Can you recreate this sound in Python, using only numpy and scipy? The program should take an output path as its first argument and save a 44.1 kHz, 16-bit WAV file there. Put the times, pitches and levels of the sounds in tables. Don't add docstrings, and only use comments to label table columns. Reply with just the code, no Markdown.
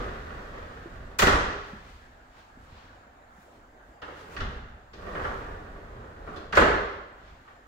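import sys
import numpy as np
from scipy import signal
from scipy.fft import rfft, irfft
from scipy.io import wavfile
from scipy.ndimage import uniform_filter1d

SR = 44100
rng = np.random.default_rng(int(sys.argv[2]) if len(sys.argv) > 2 else 0)


def store_pcm(level_fs):
    pcm = np.round(np.clip(level_fs, -1, 1) * 32767).astype(np.int16)
    wavfile.write(sys.argv[1], SR, np.atleast_2d(pcm).T)


N = 338247

# pitch_hz, density_db (per Hz)
PANE_COLOUR = [(24, -32), (45, 2), (120, -9.5), (200, -9.5), (290, -5), (420, -1), (670, -6), (950, -9),
               (1280, -5.5), (1820, -10), (2200, -21.5), (3400, -27), (7000, -47.5), (9000, -63.5),
               (15500, -68)]
# brightness_db, flexing_db, hiss_db
PUSH_OFFSETS = [(9.5, 1, -10.5), (-21, -10, -16), (-12, -0.5, -15.5)]


def gain_of(db):
    return 10 ** (np.asarray(db) / 20)


def evened(x):
    return x / np.sqrt(np.mean(x ** 2) + 1e-20)


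def read(points, hz):
    f, value = np.transpose(points)
    return np.interp(np.log(hz + 1), np.log(f + 1), value)


def coloured(x, db_of):
    size = x.shape[-1]
    hz = np.fft.rfftfreq(size, 1 / SR)
    return irfft(rfft(x) * gain_of(db_of(hz)), size)


def causal(db):
    cepstrum = irfft(np.log(gain_of(np.maximum(db, -100))))
    half = len(cepstrum) // 2
    cepstrum[1:half] *= 2
    cepstrum[half + 1:] = 0
    return np.exp(rfft(cepstrum))


def diffuse(length, patchy_db=0):
    # pitch_hz, coherence (0 to 1)
    coherence = [(60, 0.98), (130, 0.97), (290, 0.99), (640, 0.4), (1410, 0.21), (3100, 0.083), (6820, 0.1),
                 (15000, 0.16)]
    lag_s, lag_from_hz = 0.000458, 700
    hz = np.fft.rfftfreq(512, 1 / SR)
    a, b, c, d, patches = rng.standard_normal((length // 128 + 5, 257, 5)).T
    patches = uniform_filter1d(patches, size=6, axis=0)
    patches = evened(uniform_filter1d(patches, size=24, axis=1))
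    same = np.clip(read(coherence, hz), -1, 1)[:, None]
    left, unrelated = a + 1j * b, c + 1j * d
    lag = np.exp(-2j * np.pi * hz * lag_s / (1 + (lag_from_hz / (hz + 1)) ** 3))[:, None]
    right = same * left * lag + np.sqrt(1 - same ** 2) * unrelated
    z = np.array([left, right]) * gain_of(patchy_db * patches)
    return evened(signal.istft(z, nperseg=512, noverlap=384)[1][:, :length])


def room(early_db=6, early_s=.012, build_s=.012):
    # pitch_hz, t60_s
    decay = [(60, 1), (160, 0.84), (420, 0.85), (1100, 0.96), (2900, 0.92), (5400, 0.87), (7700, 0.65),
             (11000, 0.52), (15000, 0.23)]
    hz, t, z = signal.stft(diffuse(SR * 3 // 2), SR, nperseg=256)
    t60 = np.maximum(read(decay, hz), .1)[:, None]
    tail = signal.istft(z * gain_of(-60 * t / t60), SR, nperseg=256)[1]
    t = np.arange(tail.shape[1]) / SR
    early = gain_of(early_db) * np.exp(-t / early_s)
    tail = tail * (early + 1 - np.exp(-t / build_s))
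    return tail / np.linalg.norm(tail[0])


def load(t, offsets_db, share, fade):
    # time_s, load_db
    pushes = [
        [(0, -38.5), (.1, -44), (.7, -48), (1.17, -53)],
        [(4.03, -47.5), (4.2, -51), (4.35, -46), (4.6, -50)],
        [(4.93, -52.5), (5.03, -41), (5.14, -37), (5.28, -42.5), (5.45, -43), (5.65, -47), (6.18, -50),
         (6.35, -41), (6.52, -59)],
    ]
    mean_load_db = -47
    out = np.zeros(len(t))
    for rows, offset_db in zip(pushes, offsets_db):
        s, db = np.transpose(rows)
        on = ((t >= s[0]) | (s[0] <= 0)) & (t <= s[-1])
        followed_db = share * (np.interp(t, s, db) - mean_load_db)
        out += on * gain_of(offset_db + mean_load_db + followed_db)
    return uniform_filter1d(out, int(fade * SR) + 1)


def swells(rows):
    t = np.arange(N) / SR
    power = 0
    for s, db, rise, fall in rows:
        level_db = db - rise * np.maximum(s - t, 0) - fall * np.maximum(t - s, 0)
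        power = power + gain_of(level_db) ** 2
    return power


def wash():
    # pitch_hz, density_db (per Hz)
    colour = [(12, -33), (20, -42), (59, -11), (106, -5.5), (166, -29), (232, -3.5), (416, -6), (746, -1),
              (1040, -7), (1630, -5.5), (2470, -20.5), (5850, -34), (7310, -28.5), (8400, -40.5),
              (15500, -39)]
    level_db = -55.5
    noise = diffuse(N, patchy_db=2.0)
    return gain_of(level_db) * evened(coloured(noise, lambda hz: read(colour, hz)))


def steps(rooms):
    # start_s, level_db, pitch_hz
    footfalls = [(0.858, -29.5, 342), (1.733, -30, 206), (2.572, -38.5, 248), (2.723, -38.5, 99),
                 (3.383, -43.5, 196)]
    t60_s, rise_s, room_db = .05, 0.00067, -9
    out, t = np.zeros(N + SR), np.arange(4000) / SR
    envelope = gain_of(-60 * t / t60_s) * (1 - np.exp(-t / rise_s))
    for s, db, hz in footfalls:
        out[round(s * SR):][:len(t)] += gain_of(db) * envelope * np.sin(2 * np.pi * hz * t)
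    reverberant = signal.fftconvolve(out[None, :N], rooms[0], axes=1)[:, :N]
    return out[:N] + gain_of(room_db) * reverberant


def scuffs():
    # pitch_hz, density_db (per Hz)
    colour = [(300, -22), (1000, 8.5), (2500, 1.5), (4000, -2.5), (7000, -11.5), (9000, -18.5),
              (15500, -20.5)]
    # peak_s, level_db, fall_db_per_s, treble_db (against level_db)
    brushes = [(1.68, -53.5, 50, -3), (1.9, -54.5, 42, -2.5), (2.39, -55.5, 83, -4), (2.64, -66.5, 82, 7),
               (2.78, -53.5, 46, -11), (3.42, -64.5, 54, 8), (3.55, -65, 90, -1), (3.88, -68, 93, 4),
               (4.2, -52, 74, -1), (4.34, -51.5, 100, 3), (5.25, -49.5, 41, -1.5), (7.28, -56, 59, -12),
               (7.5, -64, 69, -4)]
    rise_ratio = 1.73
    hiss = evened(coloured(diffuse(N, patchy_db=.6), lambda hz: read(colour, hz)))
    treble = coloured(hiss, lambda hz: -30 / (1 + (hz / 5000) ** 6))
    hiss_db = [push[2] for push in PUSH_OFFSETS]
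    sliding = load(np.arange(N) / SR, hiss_db, share=0.78, fade=.04)
    body = swells([(s, db, rise_ratio * fall, fall) for s, db, fall, _ in brushes])
    top = swells([(s, db + treble_db, rise_ratio * fall, fall) for s, db, fall, treble_db in brushes])
    return (hiss - treble) * np.sqrt(sliding ** 2 + body) + treble * np.sqrt(sliding ** 2 + top)


def boom():
    # pitch_hz, density_db (per Hz)
    colour = [(8.8, -45), (15, -1.5), (49, 1), (69, -2), (113, -10.5), (183, -14.5), (200, -15), (260, -13),
              (440, -120)]
    # peak_s, level_db, rise_db_per_s, fall_db_per_s
    surges = [(0.01, -36.5, 100, 50), (1.05, -43, 56, 80), (1.24, -25.5, 500, 67), (1.33, -29, 200, 78),
              (1.75, -49, 60, 22), (2.6, -53, 107.5, 16), (3.87, -56.5, 46, 123), (4.42, -31.5, 300, 59),
              (5.27, -39, 77, 37), (5.99, -46.5, 100, 62), (6.61, -27.5, 190, 74), (7.32, -50.5, 55, 90)]
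    rest_db = -62.5
    low = evened(coloured(diffuse(N), lambda hz: read(colour, hz)))
    flexing_db = [push[1] for push in PUSH_OFFSETS]
    rolling = load(np.arange(N) / SR, flexing_db, share=0.5, fade=0.062)
    return low * np.sqrt(rolling ** 2 + swells(surges) + gain_of(rest_db) ** 2)


def rollers(rooms):
    lead = SR
    t = np.arange(-lead, N) / SR
    click_db = 4.6 * np.minimum(rng.exponential(1, len(t)), 5)
    struck = rng.random(len(t)) < 1500 / SR
    clicks = gain_of(click_db) * struck * rng.choice([-1, 1], len(t))
    grit = evened(coloured(clicks, lambda hz: read(PANE_COLOUR, hz)))
    treble = coloured(grit, lambda hz: -12 * np.log2(1 + 2500 / (hz + 1)))
    bright_db = [push[0] for push in PUSH_OFFSETS]
    body_gain = load(t, [0, 0, 0], share=1, fade=.0067)
    treble_gain = load(t, bright_db, share=1, fade=.0067)
    rolling = (grit - treble) * body_gain + treble * treble_gain
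    turn = np.pi * t * 1.5
    paths = [np.cos(turn), np.sin(turn)]
    heard = sum(signal.fftconvolve((rolling * p)[None], r, axes=1) for p, r in zip(paths, rooms))
    return heard[:, lead:lead + N]


def knocks(rooms):
    # start_s, blow_db, brightness_db_per_octave (above 1500 Hz),
    # bass_db, best_excited_mode_hz, ringing_db (against the thud)
    blows = [(1.185, 12, 9, -28, 1590, -19), (1.217, 14.5, 6, -6.5, 1630, -17),
             (1.265, 14, 2.5, -15, 388, -8), (1.324, 5.5, -4, -12, 1630, -20),
             (4.015, -7.5, 3, -11, 2310, -12.5), (4.077, -11, -15, -2.5, 2050, -8),
             (4.362, -5, 4, -49, 1700, -20), (4.399, -3, 3, -22, 2620, -16), (4.93, -18, 12.5, -3, 503, -3),
             (5.145, -7, -2.5, -21, 1640, -5), (5.167, -6.5, -9, -18, 1660, -14),
             (5.192, -5.5, -6, -24, 1640, -12), (5.24, -1.5, -4.5, -19, 1180, -5),
             (5.309, -12, -18, -2, 1310, -17), (6.269, -7.5, -4.5, 4, 1100, -7.5),
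             (6.358, -15.5, 11.5, 12, 3730, -6), (6.522, 0, 3.5, -18, 1520, -1),
             (6.549, 4, 8.5, -10, 2300, -16), (6.566, 19, 0.5, -6.5, 1980, -17.5),
             (6.607, 13, 1, -8.5, 436, -6.5), (7.473, -22.5, -2, -30, 1550, -4)]
    # pitch_hz, level_db, t60_s
    modes = [(296, -3, .2), (414, .5, .2), (490, -2, .15), (775, -4, .08), (1163, .5, .06), (1311, -2, .04),
             (1500, -2, .03), (1667, .5, .04), (2050, -1.5, .03), (2750, 2, .01), (3400, 3, .008),
             (4100, 3, .006)]
    contact_s, rise_s = 0.036, 0.0015
    top_hz, top_per_db, hard_db = 7500, 1.01, 5.5
    near_db = 45
    body_s, body_hz = 0.004005, 2803
    out, t = np.zeros((2, N + 3 * SR)), np.arange(16384) / SR
    hz = np.fft.rfftfreq(len(t), 1 / SR)
    chance = rng.standard_normal((len(blows), len(t)))
    force = gain_of(-60 * t / contact_s) * (1 - np.exp(-t / rise_s)) ** 2
    body_lag = np.exp(-2j * np.pi * hz * body_s / np.sqrt(1 + (hz / body_hz) ** 2))
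    for k, (s, db, bright, bass_db, best_hz, ring_db) in enumerate(blows):
        z = rfft(chance[k] * force)
        rattle = irfft(z / abs(z) ** .7) * force ** .3
        colour = read(PANE_COLOUR, hz) + bright * np.log2(np.maximum(hz, 1500) / 1500)
        colour = colour + bass_db / (1 + (hz / 500) ** 2)
        colour = colour + top_per_db * (db - hard_db) / (1 + (top_hz / (hz + 1)) ** 8)
        thud = irfft(rfft(rattle) * causal(colour))
        rings = np.zeros(len(t))
        for f, mode_db, t60 in modes:
            ring_level_db = mode_db - near_db * np.log2(f / best_hz) ** 2 - 60 * t / t60
            rings += gain_of(ring_level_db) * np.sin(2 * np.pi * f * t)
        rung = signal.fftconvolve(rattle, rings)[:len(t)]
        blow = thud / np.linalg.norm(thud) + gain_of(ring_db) * rung / np.linalg.norm(rung)
        blow = irfft(rfft(blow) * body_lag)
        heard = signal.fftconvolve(gain_of(db) * blow[None], rooms[k % len(rooms)], axes=1)
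        out[:, round(s * SR):][:, :heard.shape[1]] += heard
    return out[:, :N]


def scene():
    rooms = [room() for _ in range(5)]
    return wash() + steps(rooms) + scuffs() + boom() + rollers(rooms) + knocks(rooms)


def record(dry):
    # pitch_hz, left_minus_right_db
    balance = [(60, -0.5), (110, -1), (200, -1.5), (380, -1), (700, 0), (1290, -3.5), (2380, 2.5),
               (4400, 2), (8120, 11), (11500, 1.5), (15000, 8)]
    edge_hz = 15800
    ports = coloured(dry, lambda hz: np.outer([.5, -.5], read(balance, hz)))
    rounded = ports / (1 + np.abs(ports) ** 6) ** (1 / 6)
    lowpass = signal.firwin(1023, edge_hz, window=("kaiser", 10), fs=SR)
    return signal.oaconvolve(rounded, lowpass[None], "same")


dry = scene()
out = record(dry)
store_pcm(out)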